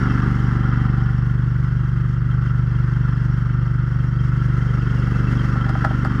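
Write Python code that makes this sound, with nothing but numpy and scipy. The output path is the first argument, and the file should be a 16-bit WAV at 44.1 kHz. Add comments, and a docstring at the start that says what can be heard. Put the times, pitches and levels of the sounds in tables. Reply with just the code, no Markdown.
"""A V-twin fire pump engine runs at a steady 2900 rpm on the back of a truck, outdoors.
Uneven firings throb in the muffler; firing knocks, valve gear and rushing air ring the engine's metal.
Loose fittings jingle and churning water rings the pump body. The body-worn microphone leans in beside
the pump, where the truck screens the engine, then swings away; loose gear knocks against its housing."""
import sys
import numpy as np
from scipy import signal
from scipy.fft import rfft, irfft
from scipy.io import wavfile
from scipy.ndimage import uniform_filter1d, map_coordinates

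SR = 44100
rng = np.random.default_rng(int(sys.argv[2]) if len(sys.argv) > 2 else 0)


def wrap_up_sound(samples):
    """Save the sound to the file named by the first command line argument, as 16-bit audio."""
    columns = np.atleast_2d(samples).T
    # keep every value between -1 and 1, then stretch to whole-number steps
    tamed = np.clip(columns, -1, 1)
    steps = np.round(tamed * 32767).astype(np.int16)
    wavfile.write(sys.argv[1], SR, steps)


N = 273420
T = np.arange(N) / SR
FREQ_HZ = np.maximum(np.fft.rfftfreq(N, 1 / SR), 1)
TWIN_LAG_CYCLES = 450 / 720  # second cylinder fires 450 crank degrees after the first

# Engine speed. Each row: time in seconds, four-stroke cycle rate in Hz.
CYCLE_RATE = [(0, 24.28), (.7, 24.13), (1.3, 24.2), (1.9, 24.18), (2.5, 24.13), (4.0, 24.15), (4.7, 24.19),
              (5.3, 24.14), (6.2, 24.16)]
# Cover and pipe resonances, plus one dip. Each row: centre in Hz, width in Hz, gain at centre in dB.
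COVER_MODES = [(675, 68, -5), (1342, 34, 6), (1426.5, 36, 7), (2665, 64, 4.5), (3160, 140, 4),
               (4960, 80, 1), (5500, 92, 0.5), (8400, 130, 4.5), (9800, 260, 3)]


def exhaust(cycles, bark_db, twin_share=0.4, screened_db=-41.5, open_db=-30.5,
            waver_db=0.72, flutter_db=2.5, smear_rad=2.9):
    """A strong and a weak pulse per cycle drive the muffler; high orders come out in the open. Rms 1."""
    # Note screened by the truck. Each row: multiple of the cycle rate, relative level in dB.
    screened_orders = [(1, -31.5), (2, -6.5), (3, -6.5), (4, -19), (5, 2.5), (6, -2), (7, -10), (8, -14),
                       (9, -28.5), (10, -29.5), (11, -31.5), (12, -51), (13, -31), (14, -25.5), (15, -34.5),
                       (16, -45), (17, -36.5), (18, -37.5), (19, -42), (20, -55.5), (21, -58), (22, -41.5)]
    # Note in the open. Each row: multiple of the cycle rate, relative level in dB.
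    open_orders = [(1, -26.5), (2, -5), (3, -5), (4, -18.5), (5, 2), (6, -3.5), (7, -11.5), (8, -6),
                   (9, -20), (10, -13.5), (11, -11.5), (12, -49), (13, -16), (14, -24), (15, -48.5),
                   (16, -24.5), (17, -52.5), (18, -30.5), (19, -36), (20, -43), (21, -50), (22, -32)]
    # Muffler resonances, setting phase only. Each row: centre in Hz, width in Hz.
    muffler_modes = [(51, 55), (140, 60), (310, 30)]
    openness = np.clip((bark_db - screened_db) / (open_db - screened_db), 0, 1.15)
    cycle_hz = np.mean(np.array(CYCLE_RATE)[:, 1])
    burn_strength = walk(24)  # no two burns are alike
    note = 0
    for (order, behind_db), (_, clear_db) in zip(screened_orders, open_orders):
        height = order / len(open_orders)
        s = 1j * order * cycle_hz
        response = -s ** 2 * (1 + twin_share * np.exp(-2j * np.pi * order * TWIN_LAG_CYCLES))
        for hz, width_hz in muffler_modes:
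            response /= s ** 2 + width_hz * s + hz ** 2
        # short waves bounce round the truck and drift in phase as the microphone moves
        drift_rad = smear_rad * height ** 2 * walk(1.527)
        db = behind_db + openness * (clear_db - behind_db)
        db = db + waver_db * burn_strength + flutter_db * height * walk(12)
        note = note + undb(db) * np.cos(2 * np.pi * order * cycles + np.angle(response) - drift_rad)
    six_cycle_rms = np.sqrt(uniform_filter1d(note ** 2, int(6 * SR / cycle_hz)))
    return note / six_cycle_rms


def clatter(cycles, slop_s=.00018, scatter_db=3.0, t60_s=0.075, rattle_db=4, rattle_cycles=.24):
    """Each blow rings its own part of the engine, slightly early or late, and rattles loose parts."""
    # Two firings, then valve gear. Each row: delay after the strong firing in cycles, relative level in dB.
    blows = [(0.032, -9.5), (.67, 2), (.19, 1.5), (.87, 2.5), (.56, -3), (.37, -6)]
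    # Spectrum of the engine's metal. Each row: frequency in Hz, relative level in dB.
    metal_spectrum = [(120, -10.5), (230, 7.5), (400, -3.5), (560, -12), (680, -10), (850, -7.5), (1200, 2),
                      (1550, 2), (2050, -6.5), (2430, -24.5), (2800, -19), (3300, -20), (3800, -28.5),
                      (5450, -26), (5900, -37.5), (11000, -50.5)]
    t = T[:SR // 12]
    whole_cycles = np.arange(int(cycles[-1]) + 1)
    rings, shake = 0, 0
    for delay_cycles, db in blows:
        lateness, strength = rng.standard_normal((len(whole_cycles), 2)).T
        due_s = np.interp(whole_cycles + delay_cycles, cycles, T, right=2 * T[-1])
        starts = ((due_s + slop_s * lateness) * SR).astype(int)
        inside = (starts >= 0) & (starts < N)
        hits = np.bincount(starts[inside], undb(db + scatter_db * strength)[inside], N)
        ring = rng.standard_normal(len(t)) * decay(t, t60_s)
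        rings = rings + signal.fftconvolve(hits, ring)[:N]
        shake = shake + undb(2 * db) * np.exp(-((cycles - delay_cycles) % 1) / rattle_cycles)
    rattle = np.sqrt(shake) * undb(1.1 * walk(45)) * rng.standard_normal(N)
    vibration = unit(rings) + undb(rattle_db) * unit(rattle)
    return unit(colour(vibration, metal_spectrum, COVER_MODES))


def gas_puffs(cycles, decay_cycles=0.45):
    """A turbulent puff leaves the outlet after each firing."""
    # Outlet noise. Each row: frequency in Hz, relative level in dB.
    gas_spectrum = [(25, -15), (90, 3.5), (210, 3), (300, 4.5), (450, -6), (560, -8), (680, -14),
                    (780, -12.5), (1100, -17), (2500, -35), (8000, -60.5)]
    first = np.exp(-(cycles % 1) / decay_cycles)
    second = np.exp(-((cycles - TWIN_LAG_CYCLES) % 1) / decay_cycles)
    return unit(colour((first + second) * rng.standard_normal(N), gas_spectrum))


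def tailpipe_growl(cycles, hz=460, width_hz=220, level_db=-43, facing_s=5, spread_s=0.36):
    """Gas puffs ring the tailpipe, swelling as the microphone passes its mouth."""
    facing = np.exp(-.5 * ((T - facing_s) / spread_s) ** 2)
    return undb(level_db) * facing * resonate(gas_puffs(cycles), hz, width_hz)


def cooling_air(cycles, pulse_db=1.35, flicker_db=2.0):
    """Air rushes through the fins, swelling slightly once a cycle."""
    # Fin noise. Each row: frequency in Hz, relative level in dB.
    air_spectrum = [(700, 9), (1100, 18.5), (1500, 23), (2050, 22), (2450, 4), (2900, 8), (3850, 0.5),
                    (5400, 3), (5900, 0.5), (6500, 0.5), (8000, -9.5), (10000, -10.5), (11500, -18),
                    (15000, -16.5)]
    swell_db = pulse_db * np.cos(2 * np.pi * cycles) + flicker_db * walk(30)
    return unit(colour(rng.standard_normal(N) * undb(swell_db), air_spectrum, COVER_MODES))


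def housing_knocks(scuff_db=-3, scuff_t60_s=0.057, low_cut_hz=480, rebound_s=.0095, rebound_db=-12):
    """Gear rings the microphone housing, scuffs it and rebounds once; softer contact is duller."""
    # Bumps. Each row: start in seconds, peak in dB, contact low-pass corner in Hz.
    bumps = [(5.554, -23, 2500), (5.663, -22.5, 2500), (5.692, -17, 5000), (5.751, -16.5, 2000),
             (5.8405, -17, 1790), (5.8465, -6.5, 3040), (5.865, -21.5, 900), (5.906, -21.5, 300),
             (6.048, -15, 5000)]
    # Housing modes. Each row: frequency in Hz, relative level in dB, T60 in seconds.
    housing_modes = [(598, 5.5, 0.033), (673, 7, 0.02), (785, 4, 0.13), (995, 2.5, .03), (1277, 7, 0.054),
                     (1395, 8.5, 0.031), (1540, 3.5, .03), (1716, 5.5, 0.031), (1960, 2, 0.024),
                     (2750, -7.5, 0.018), (4860, -2.5, 0.013)]
    t = T[:SR // 6]
    out = np.zeros(N + len(t))
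    ring = sum((-1) ** k * undb(db) * decay(t, t60_s) * np.sin(2 * np.pi * hz * t)
               for k, (hz, db, t60_s) in enumerate(housing_modes))
    low_cut = signal.butter(4, low_cut_hz, "high", fs=SR, output="sos")  # small shell, no bass
    for start_s, peak_db, corner_hz in bumps:
        contact = signal.butter(1, corner_hz, fs=SR)
        for bounce in range(2):
            scuff = undb(scuff_db) * rng.standard_normal(len(t)) * decay(t, scuff_t60_s)
            shell = signal.sosfilt(low_cut, ring + scuff)
            bump = signal.lfilter(*contact, signal.lfilter(*contact, shell))
            place(out, bump, start_s + bounce * rebound_s, peak_db + bounce * rebound_db)
    return out[:N]


def whine(cycles, order=56, throb_db=3.5, waver_db=5.5, wander_rad=0.73):
    """A thin metallic note locked to the crankshaft throbs once a cycle and wavers."""
    db = throb_db * np.cos(2 * np.pi * cycles) + waver_db * walk(9)
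    return unit(undb(db) * np.sin(2 * np.pi * order * cycles + wander_rad * walk(8)))


def pump_hum(hz=774, width_hz=60, level_db=-49, screened_s=1.22, fade_s=.25):
    """Churning water rings the pump body; it fades as the microphone leans past the front."""
    in_view = np.clip((screened_s - T) / fade_s + .5, 0, 1)
    return undb(level_db) * in_view * resonate(rng.standard_normal(N), hz, width_hz)


def chinks(t60_s=0.078, chatter_s=0.0081, chatter_db=-20):
    """A shaken fitting strikes, chatters briefly and rings on at one pitch."""
    # Loudest strikes. Each row: start in seconds, pitch in Hz, peak in dB.
    strikes = [(.63, 3160, -42), (2.312, 3160, -42.5), (4.82, 2665, -44), (5.14, 2665, -41),
               (5.271, 2665, -39), (5.391, 3160, -36), (5.609, 3160, -38)]
    t = T[:SR // 5]
    out = np.zeros(N + len(t))
    for start_s, hz, peak_db in strikes:
        chatter = undb(chatter_db) * rng.standard_normal(len(t)) * np.exp(-t / chatter_s)
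        force = (t == 0) + chatter
        ring = np.sin(2 * np.pi * hz * t) * decay(t, t60_s)
        place(out, signal.fftconvolve(force, ring)[:len(t)], start_s, peak_db)
    return out[:N]


def jingle(hits_per_s=34, scatter_db=4.0, t60_s=0.045, together_db=1.5):
    """Small loose parts ring at random, each at its own pitch; stronger shakes lift them all."""
    # Loose parts. Each row: pitch in Hz, relative level in dB.
    parts = [(2665, -6.5), (2800, -5), (3020, -10.5), (3160, -1.5), (3270, -11), (4350, -14.5), (4620, -14),
             (5010, -10), (5480, -12), (5580, -8.5)]
    t = T[:SR // 8]
    shaking = undb(together_db * walk(24))
    out = 0
    for hz, db in parts:
        struck = rng.random(N) < hits_per_s / SR
        hits = struck * undb(scatter_db * rng.uniform(-0.86, 1, N)) * shaking
        ring = np.sin(2 * np.pi * hz * t) * decay(t, t60_s)
        out = out + undb(db) * unit(signal.fftconvolve(hits, ring)[:N])
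    return out


def panel_echoes(direct, count=4, echo_db=-22, spacing_s=.0015, sway_s=.0004):
    """Direct sound plus weak echoes off the truck's panels; paths shift as the microphone moves."""
    out = direct
    for k in range(1, count + 1):
        delay_s = k * spacing_s + sway_s * walk(1.2)
        out = out + undb(echo_db) * map_coordinates(direct, [(T - delay_s) * SR], order=3)
    return out


def undb(db):
    """Decibels to gain."""
    return 10 ** (np.asarray(db) / 20)


def unit(x):
    """Scale to rms 1."""
    return x / np.sqrt(np.mean(x ** 2))


def decay(t, t60_s):
    """Envelope falling 60 dB in t60_s."""
    return undb(-60 * t / t60_s)


def place(out, event, start_s, peak_db):
    """Add an event to out at the given peak level."""
    start = int(start_s * SR)
    out[start:start + len(event)] += undb(peak_db) * event / np.abs(event).max()


def curves(table):
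    """Interpolate each later column over the times in the first."""
    times_s, *columns = np.transpose(table)
    return [np.interp(T, times_s, column) for column in columns]


def walk(rate_hz):
    """Random steps at rate_hz, smoothed twice; spread near 1."""
    hold = int(SR / rate_hz)
    steps = np.repeat(rng.standard_normal(N // hold + 1), hold)
    return 1.02 * uniform_filter1d(uniform_filter1d(steps, hold), hold)[:N]


def colour(x, spectrum, modes=()):
    """Filter by a smooth spectrum with resonances on top."""
    hz, db = np.transpose(spectrum)
    gain = undb(np.interp(np.log(FREQ_HZ), np.log(hz), db)) + 0j
    for centre_hz, width_hz, rise_db in modes:
        detuning = (FREQ_HZ ** 2 - centre_hz ** 2) / (width_hz * FREQ_HZ)
        gain *= 1 + (undb(rise_db) - 1) / (1 + 1j * detuning)
    return irfft(rfft(x) * gain, N)


def resonate(x, hz, width_hz):
    """Two passes through one resonance, scaled to rms 1."""
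    band = signal.iirpeak(hz, hz / width_hz, fs=SR)
    return unit(signal.lfilter(*band, signal.lfilter(*band, x)))


def scene(first_firing_s=.0285, drone_trim_db=0.5, metal_trim_db=0.69, whine_db=-13.0,
          gas_over_hiss_db=25.5, air_over_hiss_db=21.0, jingle_over_hiss_db=7.0):
    """One crankshaft times exhaust, metal and air; gas, air and jingle are screened alike."""
    # Exhaust drone; long waves bend round the truck. Each row: time in seconds, level before trim in dB.
    drone_levels = [(0, -17.5), (0.95, -17), (1.5, -17.8), (2.15, -18.5), (2.4, -17.5), (2.95, -17.5),
                    (3.95, -18.5), (4.45, -17), (4.85, -18), (5.35, -17.5), (5.85, -19), (6.2, -19)]
    # The truck screens the engine, then uncovers it. Each row: time in seconds,
    # exhaust bark in dB (sets timbre only), metal level before trim in dB, hiss base level in dB.
    screening = [(0, -26.5, -28.5, -61), (0.42, -32, -34, -63.5), (0.64, -32.5, -31.5, -67),
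                 (1.35, -38.5, -39, -69.5), (2.15, -41, -40.5, -69), (2.35, -40.5, -39, -68.5),
                 (3.0, -39.5, -37.5, -67.5), (3.8, -41, -40, -68.5), (4.7, -37.5, -37.5, -64),
                 (5.33, -31, -35, -59.5), (5.65, -33.5, -32, -62), (6.2, -28, -33.5, -64)]
    cycle_hz, = curves(CYCLE_RATE)
    drone_db, = curves(drone_levels)
    bark_db, metal_db, hiss_db = curves(screening)
    cycles = np.cumsum(cycle_hz) / SR - first_firing_s * cycle_hz[0]
    outlet = undb(drone_db + drone_trim_db) * exhaust(cycles, bark_db)
    outlet += undb(hiss_db + gas_over_hiss_db) * gas_puffs(cycles)
    block = undb(metal_db + metal_trim_db) * (clatter(cycles) + undb(whine_db) * whine(cycles))
    block += undb(hiss_db + air_over_hiss_db) * cooling_air(cycles)
    block += undb(hiss_db + jingle_over_hiss_db) * jingle()
    block += chinks()
    return (outlet + tailpipe_growl(cycles) + pump_hum() + panel_echoes(block) + housing_knocks())[None]


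def record(dry, hiss_db=-75, top_hz=15300):
    """The recorder adds faint, even hiss and cuts the top."""
    hiss = undb(hiss_db) * rng.standard_normal(dry.shape)
    low_pass = signal.ellip(8, .2, 70, top_hz, fs=SR, output="sos")
    return signal.sosfilt(low_pass, dry + hiss)


dry = scene()
out = record(dry)
wrap_up_sound(out)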